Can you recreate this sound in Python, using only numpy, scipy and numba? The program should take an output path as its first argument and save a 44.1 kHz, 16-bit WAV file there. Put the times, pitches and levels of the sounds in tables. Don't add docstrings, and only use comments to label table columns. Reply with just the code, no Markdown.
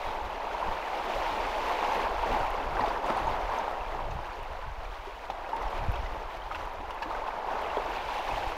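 import sys
import numpy as np
from scipy import signal
from scipy.fft import rfft, irfft
from scipy.io import wavfile
from scipy.ndimage import uniform_filter1d, map_coordinates
from numba import njit

SR = 44100
rng = np.random.default_rng(int(sys.argv[2]) if len(sys.argv) > 2 else 0)


def gain_from_db(level_db):
    decades = np.asarray(level_db, float) / 20
    return 10 ** decades


def inscribe(sig):
    pcm = np.round(np.clip(np.atleast_2d(sig).T, -1, 1) * 32767)
    wavfile.write(sys.argv[1], SR, pcm.astype(np.int16))


N = 377919
TIME = np.arange(N) / SR
COARSE = 64


def unit(x):
    return x / np.sqrt(np.mean(x ** 2))


def columns(table):
    s, *values = np.transpose(table)
    return [np.interp(TIME, s, v) for v in values]


def bump(s, length_s):
    return .5 ** ((2 * (TIME[::COARSE] - s) / length_s) ** 2)


def full(x):
    return np.interp(TIME, TIME[::COARSE], x)


def walk(rate_hz):
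    k = int(SR / rate_hz)
    held = np.repeat(rng.standard_normal(600), k)[:N]
    return unit(uniform_filter1d(uniform_filter1d(held, k), k))


def tint(x, points):
    hz, db = np.transpose(points)
    grid_hz = np.arange(2049) * SR / 4096 + 1
    cep = irfft(np.interp(np.log(grid_hz), np.log(hz), db) * np.log(10) / 20)
    cep[1:2048] *= 2
    cep[2049:] = 0
    return signal.fftconvolve(x, irfft(np.exp(rfft(cep))))[:N]


def band(x, lo_hz, hi_hz, order=2):
    return signal.sosfilt(signal.butter(order, [lo_hz, hi_hz], "band", fs=SR, output="sos"), x)


def even(x, share=.7, span_s=.11):
    span = int(span_s * SR)
    slow = uniform_filter1d(uniform_filter1d(x ** 2, span), int(span_s * SR / 2))
    return unit(x / (np.abs(slow) + 1e-12) ** (share / 2))


@njit
def ring(n, start, turn, cycles, rise, size, swell):
    out = np.zeros(n)
    for k in range(len(start)):
        phase, step, i = 0., turn[k], int(start[k])
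        while phase < cycles[k] and i < n and step < .45:
            attack = np.sin(np.pi / 2 * min(phase / swell, 1.)) ** 2
            fade = np.exp(-5.76 * phase / cycles[k])
            out[i] += size[k] * attack * fade * np.sin(2 * np.pi * phase)
            phase += step
            step *= 1 + rise[k] * step
            i += 1
    return out


def bubbles(s, db, hz, cycles, rise):
    return ring(N, s * SR, hz / SR, np.clip(cycles, 1, 60), 1. * rise, gain_from_db(db), 1.28)


def hiss():
    return gain_from_db(-74) * rng.standard_normal(N)


# t/s, buffet level/dB, length/s, upper rumble re buffet/dB
GUSTS = [(.11, -39, 0.15, -12), (0.266, -41.5, .1, -12), (0.486, -49, .1, -20), (0.702, -40.5, 0.13, -11),
         (1.18, -44, .15, -8), (1.36, -49, 0.13, -5.5), (1.55, -44, 0.32, -16), (1.894, -45, 0.053, -11),
         (2.164, -40, 0.29, -7), (2.352, -42.5, 0.12, 1.5), (2.653, -38.5, 0.61, -9),
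         (3.28, -39.5, 0.16, 1), (3.453, -39, 0.11, -13), (3.894, -41, 0.31, -12), (4.13, -37, 0.21, -4),
         (4.5, -40.5, 0.2, -10), (4.833, -39.5, .3, -15), (5.147, -54, 0.12, -14), (4.67, -42, 0.085, -3),
         (6.62, -49, .12, -3), (5.397, -51, 0.16, -11), (5.667, -37.5, 0.12, -14), (5.873, -34, 0.23, -8),
         (6.066, -37, 0.28, -14), (6.473, -47, 0.33, -7), (6.83, -48, 0.24, -8.5), (7.194, -43, 0.13, -20),
         (7.61, -50, .25, -13), (7.94, -49, 0.22, -15), (8.136, -60, 0.18, -7.5), (8.323, -41, 0.075, 1.5),
         (8.46, -50, 0.31, -3)]
# t/s, depth/dB, width/s
DENTS = [
    (.69, -23.5, 0.015),
    (3.255, -25.5, 0.016),
    (3.315, -25, 0.019),
    (5.859, -30, 0.0098),
    (5.886, -19.5, 0.005),
    (5.896, -15.5, 0.01),
    (8.475, -26, .015),
]


def breeze(flutter_db=3.5, low_gain_db=0.5, upper_gain_db=-4.5, narrow=0.78):
    calm_db, calm_upper_db = -48, -61
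    buffet = full(gain_from_db(calm_db) + sum(gain_from_db(db) * bump(s, length_s) for s, db, length_s, _ in GUSTS))
    bite = full(gain_from_db(calm_upper_db) + sum(gain_from_db(db + up_db) * bump(s, narrow * length_s)
                                         for s, db, length_s, up_db in GUSTS))
    eddies = rng.standard_normal(N) * (rng.random(N) < 400 / SR)
    low = buffet * gain_from_db(low_gain_db - 2.5) * even(band(band(eddies, 11, 43), 5.5, 98))
    rumble = even(band(band(eddies, 68.4, 134), 42, 270))
    upper = bite * gain_from_db(upper_gain_db + flutter_db * walk(24)) * rumble
    dents = sum(-gain_from_db(db) * np.exp(-8 * ((TIME - s) / width_s) ** 2) for s, db, width_s in DENTS)
    return low + upper + band(dents, 8, 400, order=1)


# t/s, wash level/dB, brightening froth/dB
SWELL = [(0, -36, 4.5), (.6, -35.5, 0), (1.1, -32.5, 6), (1.3, -31, 5), (1.98, -29.5, 3.5),
         (2.13, -31.5, 0.5), (2.65, -32.5, -2.5), (3.4, -33.5, -2.5), (3.75, -34.5, -3), (4.4, -40.5, 3),
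         (5.2, -42.5, 9), (5.46, -39, -3), (5.62, -36, -1.5), (5.85, -36, 1), (6.4, -41, 4),
         (7.0, -38.5, -2), (7.6, -33, -3.5), (8.15, -33.5, 8)]
# t/s, rise/dB, length/s
SURGES = [(0.67, 2, 0.086), (2.374, 3.5, 0.14), (2.86, 3, 0.16), (3.1, 2.5, 0.074), (3.235, 3.5, 0.19),
          (3.55, 2.5, 0.19), (4.1, -3, 0.094), (4.762, -2.5, 0.11), (1.6, -1, 0.08), (4.7, -0.5, 0.064),
          (7.42, -3, 0.056), (8.53, -2.5, 0.1), (.8, 1, 0.16), (3, -0.5, .12), (1.68, 0.5, 0.14),
          (2.7, -2.5, 0.055), (2.7, 0.5, 0.049), (7.33, -1.5, 0.034), (6, -1.5, 0.043), (2.04, 0.5, 0.093),
          (4.8, 0.5, 0.098), (5.78, 1, 0.071), (6.61, 4, 0.09), (7.4, 0, 0.089), (7.14, 3, 0.075),
          (7.51, 1, 0.049), (7.967, 0, 0.079)]
# dB per swell dB, dB per froth dB, dB per surge dB
FOLLOW = [
    (1.05, -0.16, 1.0),
    (1.0, 0, 0.8),
    (0.78, -0.04, 1),
    (1.02, .5, 1),
    (1.0, 0.5, 1.2),
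]


def size_levels():
    swell, froth = columns(SWELL)
    surge = full(sum(db * bump(s, length_s) for s, db, length_s in SURGES))
    rows = [a * swell + b * froth + c * surge for a, b, c in FOLLOW]
    shared, fizz = walk(30), walk(55)
    depths_db = [(.3, 0.14, 2.7), (.3, 0.64, 0.11), (.5, 0.33, 0.3), (.6, 0.25, 0.3), (.7, 0.84, 0.1)]
    levels = []
    for row, (shared_db, fizz_db, own_db) in zip(rows, depths_db):
        mean_db = 20 * np.log10(np.sqrt(np.mean(gain_from_db(row) ** 2)))
        levels.append(row - mean_db + shared_db * shared + fizz_db * fizz + own_db * walk(25))
    return np.array(levels)


SIZE_HZ = [180, 800, 1450, 2500, 9000]
# f/Hz, gain/dB
COLOUR = [(79, -42), (135, -26), (178, -18.5), (276, -15), (403, -8.5), (905, 0.5), (1300, -10.5),
          (1800, -14.5), (2660, -17), (6370, -35), (7500, -40), (8250, -45), (9100, -41.5), (10300, -46),
          (12200, -43.5), (15600, -47)]


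def wash(foam_db=3, scatter_db=2.0, cycles=22, rise=0.005, level_db=-33.5):
    levels_db = size_levels()
    log_sizes = np.log(SIZE_HZ)
    when, pitch, nearness, life = rng.random((34000, 4)).T
    s = when * N / SR
    hz = 130 * 120 ** pitch ** .6
    place = np.interp(np.log(hz), log_sizes, np.arange(len(SIZE_HZ)))
    local_db = map_coordinates(levels_db[:, ::COARSE], [place, s * SR / COARSE], order=1, mode="nearest")
    near_db = -scatter_db * np.log(1.002 - nearness) + 15 * np.log10(hz / 1000)
    cloud = bubbles(s, local_db + near_db, hz, cycles * (.5 + life), rise * life)
    spec = rfft(rng.standard_normal(N))
    log_hz = np.log(np.arange(N // 2 + 1) * SR / N + 1)
    shares = [np.interp(log_hz, log_sizes, row) for row in np.eye(len(SIZE_HZ))]
    foam = sum(gain_from_db(db) * irfft(spec * share, N) for db, share in zip(levels_db, shares))
    return gain_from_db(level_db) * unit(tint(unit(cloud) + gain_from_db(foam_db) * unit(foam), COLOUR))


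# t/s, spray burst level before colouring/dB, snap level/dB
SLAPS = [(2.3256, -28.5, -53), (2.3894, -45, -54), (2.5032, -41, -45), (2.7944, -35, -54),
         (2.8794, -28, -56), (3.0604, -45.5, -50), (3.099, -26, -52), (3.5794, -40, -52), (4.43, -50, -53),
         (5.2996, -27, -78), (5.342, -44, -67), (5.49, -34, -61), (5.5634, -33, -51), (5.6244, -32, -54),
         (5.704, -50, -56), (5.7763, -33, -54), (5.956, -31, -57), (6.5164, -32, -64), (6.546, -31, -68),
         (6.553, -30.5, -62), (7.028, -33, -66), (2.339, -31, -58), (2.396, -31, -60), (2.41, -34, -62),
         (2.81, -34, -62), (2.915, -35, -62), (6.525, -37, -66), (7.12, -36, -64), (7.16, -37, -62),
         (2.466, -30, -58), (2.86, -29, -58), (7.104, -35, -60), (6.367, -33, -62.5), (6.59, -36, -64),
         (6.61, -40, -60), (6.6534, -48, -54), (6.905, -32, -53), (6.9454, -47.5, -57), (7.021, -26.5, -59),
         (7.1464, -42, -62)]
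# f/Hz, gain/dB
SPRAY = [(300, -10.5), (900, 7), (1600, -3.5), (2700, -4), (4500, -14), (7000, -25.5), (9000, -34),
         (15000, -34)]


def slaps(gain_db=5, rise_s=0.003, fade_s=0.056, snap_s=0.014):
    age_s = np.arange(8192) / SR
    burst_shape = np.minimum(age_s / rise_s, 1) * 1000 ** (-age_s / fade_s)
    snap_shape = 1000 ** (-age_s / snap_s)
    burst, snap = np.zeros(N + 8192), np.zeros(N + 8192)
    for s, db, snap_db in SLAPS:
        start = int(s * SR)
        burst[start:start + 8192] += gain_from_db(db) * burst_shape
        snap[start:start + 8192] += gain_from_db(snap_db) * snap_shape
    spray = gain_from_db(gain_db) * tint(burst[:N] * rng.standard_normal(N), SPRAY)
    return spray + band(snap[:N] * rng.standard_normal(N), 4500, 15000)


# t/s, peak level/dB, f/Hz, fade/cycles, pitch rise per cycle
GULPS = [(.678, -32, 208, 12, 0), (1.16, -21, 580, 20, 0.00039), (2.336, -26, 240, 9.2, 0.0035),
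         (2.806, -33.5, 255, 25, 0), (2.875, -25, 378, 24, 0.047), (3.098, -23.5, 230, 10.5, 0.00076),
         (3.101, -21.5, 332, 9.5, 0), (4.387, -35, 397, 24, 0.0068), (4.551, -29.5, 670, 22, 0.015),
         (4.588, -32.5, 530, 24, 0.0000066), (5.07, -34, 384, 44, 0.0054), (7.056, -38, 285, 69, 0.019),
         (7.101, -25.5, 626, 19, 0.025), (7.516, -28, 663, 21, 0.0022), (7.773, -24.5, 400, 32, 0.0014),
         (3.1005, -17, 800, 2.5, 0), (7.7696, -9.5, 570, 7.5, 0), (7.09, -31, 480, 20, 0.032),
         (6.8, -37, 290, 17, 0.0051), (5.72, -34, 450, 20, .01), (5.8, -31, 600, 26, 0)]
# t/s, peak level/dB, f/Hz, fade/cycles
PLOPS = [(6.673, -23, 950, 16), (7.057, -30, 1100, 24), (7.107, -24, 845, 20), (7.147, -26, 960, 17),
         (2.366, -15, 800, 13), (2.375, -23, 800, 8.6), (7.801, -23, 920, 12), (6.566, -24, 950, 10),
         (.547, -22.5, 927, 48), (.627, -16, 980, 20), (.995, -24.5, 905, 36), (1.111, -33, 930, 31),
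         (1.322, -26, 870, 16), (1.579, -38, 870, 23), (2.236, -13, 916, 23), (2.347, -18, 820, 23),
         (2.432, -19, 776, 14), (2.444, -19, 830, 13), (2.759, -19, 780, 14), (2.794, -17.5, 1000, 26),
         (2.8375, -14, 817, 30), (2.911, -21, 880, 22), (3.269, -18, 890, 36), (3.679, -14, 830, 10.5),
         (3.947, -25.5, 850, 23), (3.991, -18, 976, 14), (4.19, -25, 945, 16), (5.2995, -13.5, 795, 11),
         (5.53, -22, 872, 66), (5.666, -24, 870, 24), (7.02, -27, 925, 23), (7.219, -23, 880, 28),
         (7.444, -24.5, 795, 25), (7.485, -21.5, 920, 26), (7.555, -19, 970, 16), (7.782, -14, 930, 12),
         (7.282, -25, 870, 28), (1.827, -14.5, 900, 21)]
# t/s, peak level/dB, f/Hz
DRIPS = [(0.511, -30, 1400), (2.0, -32, 2070), (2.339, -34, 1980), (2.408, -25, 1440), (2.769, -26, 1570),
         (2.808, -28.5, 1880), (3.101, -22, 1260), (3.711, -30.5, 1310), (3.809, -34, 2650),
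         (4.64, -34, 1480), (4.852, -38, 2340), (5.617, -35, 2020), (5.956, -36.5, 3230),
         (7.028, -39, 2600), (6.368, -40, 2220), (6.4, -45, 3000), (6.42, -38, 3100), (6.513, -22.5, 1244),
         (6.547, -31, 2680), (6.547, -30, 1470), (6.908, -41, 2820), (7.027, -26.5, 1700),
         (7.112, -26, 1210), (7.149, -29, 1520), (7.172, -28, 1250), (7.701, -32.5, 2750),
         (7.77, -35, 3300), (.5432, -37, 2180), (.826, -32.5, 2020), (.9308, -34, 2100),
         (1.4012, -32, 2200), (2.6015, -36, 2550), (3.5588, -35.5, 2230), (3.7723, -39, 2040),
         (3.8616, -39, 2370), (3.9215, -35, 2060), (4.1155, -39, 2540), (4.3216, -42.5, 2440),
         (4.4588, -43, 2050), (5.1931, -41, 2140), (5.4625, -40, 2560), (5.7623, -39, 3080),
         (5.9399, -33, 2600), (6.0606, -36, 2000), (6.9885, -38, 2490), (7.2759, -38, 2580),
         (7.6395, -39.5, 2920), (7.9578, -32.5, 2540), (7.9818, -32, 2410), (8.1938, -34, 2760),
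         (8.311, -34, 2530), (2.86, -37, 3600), (2.909, -29, 1480)]
# t/s, peak level/dB, f/Hz
DROPLETS = [(.674, -53, 4600), (1.409, -41, 5400), (2.339, -54, 6130), (2.408, -41, 4640),
            (2.8065, -37, 4150), (2.811, -38, 4700), (2.845, -40, 4640), (2.895, -38.5, 4600),
            (3.062, -44, 6500), (3.272, -42.5, 6570), (3.587, -37, 6200), (4.111, -45.5, 6200),
            (4.334, -49, 4330), (4.617, -54, 4640), (4.855, -47, 4040), (5.301, -43, 3980),
            (5.622, -46, 5760), (5.679, -44, 5340), (5.777, -48, 4270), (6.015, -49, 5720),
            (6.067, -47, 5340), (6.557, -45, 4800), (6.909, -49, 5340), (7.023, -38, 4600),
            (7.029, -40, 4200), (7.031, -45, 5300), (6.608, -49, 6000), (7.102, -44, 4330)]
# t/s, peak level/dB, f/Hz
TICKS = [(1.3937, -43, 9060), (1.6836, -39, 9470), (1.947, -38, 12200), (2.795, -45, 9200),
         (3.0679, -40, 8080), (3.0999, -44, 9470), (3.1727, -36, 8870), (.5816, -52, 8630),
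         (.8864, -48, 9200), (2.3411, -43, 13900), (6.0172, -50.5, 14000), (6.3131, -50, 13300),
         (5.9199, -44, 12300), (5.92, -40.5, 15200), (7.6186, -44, 14000), (5.913, -50, 9500),
         (5.9199, -35, 14000), (6.7361, -46, 12400), (7.6186, -42, 12200), (7.7712, -50, 9030)]


def pockets(echo_db=-14, echo_s=0.032, plop_rise=0.0038, drip_rise=0.00067, drip_s=0.028):
    rows = [*GULPS]
    rows += [(*row, plop_rise) for row in PLOPS]
    rows += [(s, db, hz, drip_s * hz, drip_rise) for s, db, hz in DRIPS]
    rows += [(*row, 58, drip_rise) for row in DROPLETS]
    rows += [(*row, 22, 0) for row in TICKS]
    direct = bubbles(*np.transpose(rows))
    age_s = np.arange(4000) / SR
    rocks = rng.standard_normal(len(age_s)) * np.exp(-age_s / echo_s)
    rocks /= np.sqrt(np.sum(rocks ** 2))
    return direct + gain_from_db(echo_db) * signal.fftconvolve(direct, rocks)[:N]


def scene():
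    return (hiss() + breeze() + wash() + slaps() + pockets())[None]


def roll_off(x):
    return signal.sosfilt(signal.butter(12, 15720, fs=SR, output="sos"), x)


def record(dry):
    cut = signal.sosfilt(signal.ellip(10, .2, 60, 15720, fs=SR, output="sos"), dry)
    return roll_off(cut)


dry = scene()
out = record(dry)
inscribe(out)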